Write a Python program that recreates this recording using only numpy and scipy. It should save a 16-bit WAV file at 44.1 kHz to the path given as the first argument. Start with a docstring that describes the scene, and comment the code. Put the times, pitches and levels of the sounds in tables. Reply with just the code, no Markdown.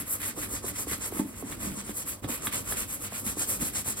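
"""Brushing a leather handbag

A hand brush scrubs a bag on a table in a quiet room, about eight strokes a second. Bristles flick over
the grain (hiss), the leather panel rasps and the hollow bag rumbles. The bag thumps as it is pushed
about, the brush slaps the leather, and its hard plastic back taps a few times."""
import sys
import numpy as np
from scipy import signal
from scipy.fft import rfft, irfft
from scipy.io import wavfile
from scipy.ndimage import uniform_filter1d

SR = 44100
rng = np.random.default_rng(int(sys.argv[2]) if len(sys.argv) > 2 else 0)


def to_wav(sig):
    """Store sig (one row per channel, or 1-D mono) as 16-bit WAV at the path in sys.argv[1].

    Samples outside -1..1 are clipped; the rate is SR.
    """
    pcm = np.clip(np.atleast_2d(sig), -1, 1) * 32767
    pcm = np.round(pcm).astype(np.int16)
    wavfile.write(sys.argv[1], SR, pcm.T)  # frames by channels


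N = 176400

# brush strokes (start [s], length [s], fastest point [share of length],
# relative hiss [dB], relative rasp [dB], relative rumble [dB])
STROKES = [(-0.075, 0.14, 0.3, -32.5, -41.5, -41.5), (0.033, 0.17, 0.57, -34.5, -42.5, -49),
           (0.172, 0.18, 0.48, -33.5, -41.5, -45), (0.333, 0.16, 0.55, -34, -40.5, -43),
           (0.461, 0.16, 0.52, -33, -42, -42.5), (0.604, 0.14, 0.56, -34.5, -41, -43.0),
           (0.719, 0.15, 0.55, -31.5, -42, -45.5), (0.852, 0.16, 0.28, -35, -42, -47),
           (0.973, 0.14, 0.61, -32.5, -40.5, -47), (1.086, 0.19, 0.4, -39, -44, -44),
           (1.324, 0.12, 0.64, -42.5, -49.0, -47.5), (1.415, 0.19, 0.49, -41, -45.0, -43),
           (1.566, 0.18, 0.44, -35, -40.5, -39), (1.684, 0.15, 1, -39, -44.5, -49.5),
           (1.804, 0.13, 0.95, -39.5, -46, -44), (1.913, 0.15, 0.51, -33, -47, -49),
           (2.033, 0.15, 0.46, -35.0, -43, -44.5), (2.221, 0.055, 0.44, -46, -42, -37),
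           (2.271, 0.15, 0.16, -32.5, -37.5, -45), (2.387, 0.13, 0.56, -34, -39.5, -45.5),
           (2.504, 0.15, 0.28, -30.5, -37.5, -42), (2.632, 0.13, 0.67, -30.5, -38, -42),
           (2.737, 0.14, 0.41, -31, -39, -42), (2.857, 0.15, 0.44, -34.5, -44, -47),
           (2.97, 0.13, 0.63, -35, -43, -45), (3.08, 0.17, 0.6, -34.5, -43, -47),
           (3.224, 0.14, 0.39, -30, -41, -43.5), (3.348, 0.13, 0.52, -28, -41.5, -43.5),
           (3.453, 0.15, 0.32, -28, -39, -43), (3.578, 0.15, 0.55, -31, -41.5, -40.5),
           (3.715, 0.13, 0.45, -29.0, -43, -43.5), (3.832, 0.13, 0.43, -29, -41, -45),
           (3.948, 0.1, 0.42, -34, -44, -44.5)]
# modes of the hollow bag (frequency [Hz], level [dB], t60 [s])
BAG_MODES = [(207.8, -17, 0.16), (241, -15, 0.061), (303.3, -14, 0.072), (420, -29, 0.071),
             (574, -22.5, 0.045), (882, -27, 0.11)]


def undb(db):
    """Decibels to gain."""
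    return 10 ** (np.asarray(db) / 20)


def unit(x):
    """Scale to rms 1."""
    return x / np.sqrt(np.mean(x ** 2))


def colour(x, points, share=1):
    """Filter by (frequency [Hz], gain [dB]) points on a log-frequency axis."""
    hz, db = np.array(points, float).T
    bins_hz = np.maximum(np.arange(N // 2 + 1) * SR / N, 1)
    return irfft(rfft(x) * undb(share * np.interp(np.log(bins_hz), np.log(hz), db)), N)


def seesaw(x, hz, db):
    """Raise the band above hz and lower the band below by a moving amount."""
    low = colour(x, [(hz * 0.35, 0), (hz, -6), (hz * 1.14, -40)])
    return low * undb(-db) + (x - low) * undb(db)


def walk(rate_hz):
    """Smooth random wander, rms 1."""
    hold = max(int(SR / rate_hz), 2)
    steps = np.repeat(rng.standard_normal(N // hold + 1), hold)
    return unit(uniform_filter1d(steps, hold)[:N])


def ticks(per_s, spread_db):
    """Random impulses of uneven size, rms 1."""
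    impulses = (rng.random(N) < per_s / SR) * np.sign(rng.standard_normal(N))
    return unit(impulses * undb(spread_db * rng.standard_normal(N)))


def add(track, at_s, sound):
    """Mix a sound in at a time."""
    i = int(at_s * SR)
    track[i:i + len(sound)] += sound[:N - i]


def ring(t, hz, t60_s):
    """Decaying sine."""
    return np.sin(2 * np.pi * hz * t) * np.exp(-np.log(1000) * t / t60_s)


def rings(t, modes):
    """Modes struck together."""
    return sum(undb(db) * ring(t, hz, t60_s) for hz, db, t60_s in modes)


def scrub(levels_db, power, rest_db):
    """Stroke envelope: a power of brush speed, with bristles still creeping at the turns."""
    # harder scratches over seams and edges (time [s], gain [dB])
    seams = [(.3, 2), (0.935, 8), (1.195, 5), (1.524, 2.5), (3.613, 7)]
    t, strokes = np.arange(N) / SR, np.zeros(N)
    bump = lambda at_s, width_s: np.exp(-((t - at_s) / width_s) ** 2)
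    for (start_s, length_s, fastest, *_), db in zip(STROKES, levels_db):
        knots_s = start_s + length_s * np.array([0, np.clip(fastest, .2, .8), 1])
        speed = np.abs(np.sin(np.pi * np.interp(t, knots_s, [0, .5, 1])))
        strokes += undb(db) * speed ** power
    drift_db = 13.5 * bump(1.295, 0.083)  # brush drags on while the hand shifts
    lift_db = -14 * bump(2.212, 0.0079)  # brush leaves the leather
    creep = uniform_filter1d(strokes, size=SR // 3) * undb(rest_db + lift_db + drift_db)
    seam_db = sum(db * bump(at_s, 0.018) for at_s, db in seams)
    return np.hypot(strokes, creep) * undb(seam_db)


def room(air_db=-54.5, hum_hz=101.2, hum_db=-57.5):
    """Quiet room air with a faint mains hum."""
    # air spectrum (frequency [Hz], level [dB])
    air_spectrum = [(20, -11), (55, 3.5), (140, 5), (250, -14), (500, -3), (1200, -6.5), (3000, -37),
                    (8000, -33), (16000, -15.5)]
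    air = rng.standard_normal(N) + .5 * rng.standard_normal((2, N))
    hum = np.sin(2 * np.pi * hum_hz * np.arange(N) / SR)
    return undb(air_db) * unit(colour(air, air_spectrum)) + undb(hum_db) * unit(hum)


def echo(pair, gain_db=-10.5, t60_s=0.18):
    """Short diffuse reflections off table and walls, with a dull top."""
    # reflection colour (frequency [Hz], gain [dB])
    response = [(90, -2.5), (280, 2.5), (2000, 1), (5000, 10.5), (9000, -14.5)]
    t = np.arange(SR // 3) / SR
    tail = rng.standard_normal((2, len(t))) * np.exp(-np.log(1000) * t / t60_s) * (t > .003)
    tail /= np.sqrt(np.sum(tail ** 2, axis=1, keepdims=True))
    return undb(gain_db) * colour(signal.fftconvolve(pair, tail, axes=1)[:, :N], response)


def table_shake(rumble_db, level_db=-48):
    """The scrubbing arm shakes the table along with the bag."""
    # shake spectrum (frequency [Hz], level [dB])
    spectrum = [(20, -22), (35, -5.5), (55, 5), (75, 3), (105, 2.5), (150, -3.5), (300, -46)]
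    shake = rng.standard_normal(N) + 0.11 * rng.standard_normal((2, N))
    force = scrub(0.97 * rumble_db, power=0.68, rest_db=-19)
    return undb(level_db) * unit(colour(shake, spectrum) * force)


def lean(pair):
    """The bag radiates its midrange more to the right."""
    # balance (frequency [Hz], left minus right [dB])
    balance = [(150, 2), (300, -1), (550, -6), (1100, -9), (2000, -3), (4000, -0.5)]
    return np.array([colour(pair[0], balance, 1 / 2), colour(pair[1], balance, -1 / 2)])


def plastic_taps(bounce_s=0.00238, bounce_db=-8.5, scrape_s=0.001, detune=.015):
    """A short rough contact rings the plastic brush back and bounces once."""
    # taps (time [s], level [dB], tilt [dB/octave])
    hits = [(1.193, -28, -5), (1.524, -30, -1), (1.893, -37, 1), (2.2435, -29, 0), (2.4705, -18.5, 0),
            (2.7235, -21, -3)]
    # plastic modes (frequency [Hz], level [dB], t60 [s])
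    modes = [(1157, -5, .013), (1717, 1, .009), (2050, -2, .009), (3354, -3, .014), (3822, -5, .015)]
    out, t = np.zeros(N), np.arange(SR // 10) / SR
    for at_s, db, tilt in hits:
        for delay_s, contact_db in ((0, 0), (bounce_s, bounce_db)):
            plastic = np.zeros(len(t))
            for k, (hz, mode_db, t60_s) in enumerate(modes):
                gain = (-1) ** k * undb(mode_db + tilt * np.log2(hz / 1500))
                plastic += gain * ring(t, hz * (1 + detune * rng.standard_normal()), t60_s)
            scrape = uniform_filter1d(rng.standard_normal(len(t)), size=10) * np.exp(-t / scrape_s)
            add(out, at_s + delay_s, undb(db + contact_db) * (.5 * plastic + scrape))
    return out


def brush_slaps(sweep_hz=1303, sweep_s=0.001052, attack_s=0.0017):
    """Brush hits taut leather: fast bending waves arrive first, so pitch drops; panel and bag ring."""
    # slaps (time [s], level [dB], final pitch [Hz], decay [s])
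    hits = [(0.375, -30.5, 313, 0.01), (0.6416, -29.5, 340, 0.0089), (0.8698, -30, 288, 0.0097),
            (1.1223, -28, 334, 0.0098), (1.1926, -19.5, 416, 0.0017), (1.425, -29.5, 336, 0.008),
            (1.893, -28.5, 229, 0.011), (2.2447, -26.5, 210, .0055), (2.276, -29, 260, 0.0026),
            (2.292, -31.5, 260, 0.0042), (2.722, -29, 337, 0.0047), (3.1225, -27.5, 378, 0.0031),
            (3.37, -29.5, 266, 0.0082), (3.859, -32.5, 402, 0.0028)]
    # leather panel modes (frequency [Hz], relative level [dB], t60 [s])
    panel_modes = [(597, 7, 0.02), (770, 2, 0.022), (1097, -3, 0.05), (1280, -14, 0.031)]
    out, t = np.zeros(N), np.arange(SR // 4) / SR
    ringing = rings(t, BAG_MODES) + undb(-15) * rings(t, panel_modes)
    for at_s, db, hz, decay_s in hits:
        cycles = hz * t + sweep_hz * sweep_s * (1 - np.exp(-t / sweep_s))
        bend = np.sin(2 * np.pi * cycles) * np.exp(-(t / decay_s) ** 2)
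        add(out, at_s, undb(db) * (bend + ringing) * np.minimum(t / attack_s, 1))
    return out


def bag_thumps(attack_s=0.0047, sag=0.22, crumple_db=-16):
    """A push crumples the panel, which rings unevenly and sags in pitch; the hollow bag rings on."""
    # buckles and bumps (time [s], level [dB], final pitch [Hz], t60 [s])
    hits = [(.288, -30.5, 234, 0.069), (.378, -30, 300, 0.075), (.915, -23.5, 365, 0.032),
            (1.145, -26, 237, .03), (1.165, -23, 268, 0.027), (1.1962, -9, 246, 0.037),
            (1.216, -27, 243, 0.081), (1.246, -30, 258, 0.17), (1.431, -30, 242, .17),
            (1.645, -38, 282, 0.054), (1.668, -26, 187, 0.17), (1.711, -29, 141, 0.13),
            (1.771, -33.5, 192.5, 0.2), (1.898, -26, 215, 0.082), (2.294, -27, 229, 0.13),
            (2.475, -25, 239, 0.042), (3.264, -26, 213, 0.072), (3.37, -32, 223, 0.038),
            (3.625, -20.5, 159, 0.045), (3.877, -21.5, 113, .03)]
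    out, t = np.zeros(N), np.arange(SR // 4) / SR
    for at_s, db, hz, t60_s in hits:
        sag_s = 0.081 * t60_s
        warped_s = t + sag * sag_s * (1 - np.exp(-t / sag_s))
        crumple = 1 + undb(crumple_db) * unit(uniform_filter1d(rng.standard_normal(len(t)), size=120))
        body = ring(warped_s, hz, t60_s) * crumple + rings(t, BAG_MODES)
        add(out, at_s, undb(db) * body * np.minimum(t / attack_s, 1))
    return out


def bag_rumble(levels_db, width=0.37):
    """The soft hollow body rumbles as it is dragged to and fro."""
    # rumble spectrum (frequency [Hz], level [dB])
    spectrum = [(40, -35), (90, -7), (140, -9), (210, 0.5), (310, -1.5), (420, -10.5), (800, -23),
                (2000, -70)]
    mid, side = ticks(per_s=1500, spread_db=2.5), width * rng.standard_normal(N)
    pair = np.array([mid + side, mid - side])
    return unit(colour(pair, spectrum)) * scrub(levels_db - 3, power=.5, rest_db=-8.5)


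def leather_rasp(levels_db, judder_db, width=0.69, turned_s=2):
    """Tufts catch on the grain and shake the side panel, then the front once the bag is turned."""
    # narrow side panel (frequency [Hz], level [dB])
    side_spectrum = [(200, -9), (400, -1.5), (530, 2.5), (760, -8.5), (1100, 0), (1650, -3.5), (2030, 0.5),
                     (2450, -4), (3800, -11), (6500, -18)]
    # broad front panel (frequency [Hz], level [dB])
    front_spectrum = [(200, -27), (400, -3), (550, 2.5), (760, -11.5), (1100, 0.5), (1600, -5), (2100, -2),
                      (2600, -3.5), (3800, -10), (6500, -18)]
    # phase between channels (frequency [Hz], left minus right [rad])
    phase = [(200, 0), (1200, -.5), (2000, -2), (2450, -4), (3100, -2), (3800, -6.2), (4400, -6.4),
             (5000, -10)]
    mid, side = (ticks(per_s=1600, spread_db=2.5) for _ in range(2))
    phase_rad = np.interp(np.arange(N // 2 + 1) * SR / N, *np.array(phase).T)
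    right = irfft(rfft(mid - width * side) * np.exp(-1j * phase_rad), N)
    pair = np.array([mid + width * side, right])
    panel = np.where(np.arange(N) / SR < turned_s,
                     unit(colour(pair, side_spectrum)), unit(colour(pair, front_spectrum)))
    force = scrub(levels_db - 2, power=1.46, rest_db=-12.5)
    patch_db = 3 * walk(rate_hz=27)  # colour shifts as the brush crosses the panel
    return seesaw(panel, hz=1340, db=patch_db) * force * undb(judder_db)


def bristle_hiss(levels_db, judder_db, width=.14, right_lag_s=.000297, right_phase_rad=2.4):
    """Dense flicks of bristle tips, brighter when pressed hard, arriving later on the right."""
    # hiss spectrum (frequency [Hz], level [dB])
    spectrum = [(1500, -14.5), (3500, -16), (5000, -16.5), (6500, -6), (8000, -1.5), (9400, 1.5),
                (11000, -1), (13000, -5), (15500, -12.5)]
    flicks = ticks(per_s=11000, spread_db=0.5)
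    bins_hz = np.arange(N // 2 + 1) * SR / N
    right = irfft(rfft(flicks) * np.exp(1j * (right_phase_rad - 2 * np.pi * bins_hz * right_lag_s)), N)
    pair = np.array([flicks, right]) + width * rng.standard_normal((2, N))
    force = scrub(levels_db + 0.5, power=1.99, rest_db=-14)
    bright_db = 1.2 * np.log10(unit(force) + 1e-3)
    bright_db += 2.7 * walk(rate_hz=27)  # tufts bend unevenly
    return seesaw(unit(colour(pair, spectrum)), hz=10140, db=bright_db) * force * undb(judder_db)


def scene():
    """Hiss and rasp share one judder; the room surrounds brush and bag."""
    hiss_db, rasp_db, rumble_db = np.array(STROKES, float).T[3:]
    judder_db = walk(rate_hz=305.7)
    hiss = bristle_hiss(hiss_db, judder_db)
    rubbing = leather_rasp(rasp_db, judder_db) + bag_rumble(rumble_db)
    knocks = bag_thumps() + brush_slaps() + plastic_taps()
    near = hiss + lean(rubbing + knocks)
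    return near + echo(near) + table_shake(rumble_db) + room()


def record(dry, cutoff_hz=15850):
    """The phone cuts the top steeply."""
    return signal.sosfilt(signal.ellip(10, .2, 80, cutoff_hz, fs=SR, output="sos"), dry)


dry = scene()
out = record(dry)
to_wav(out)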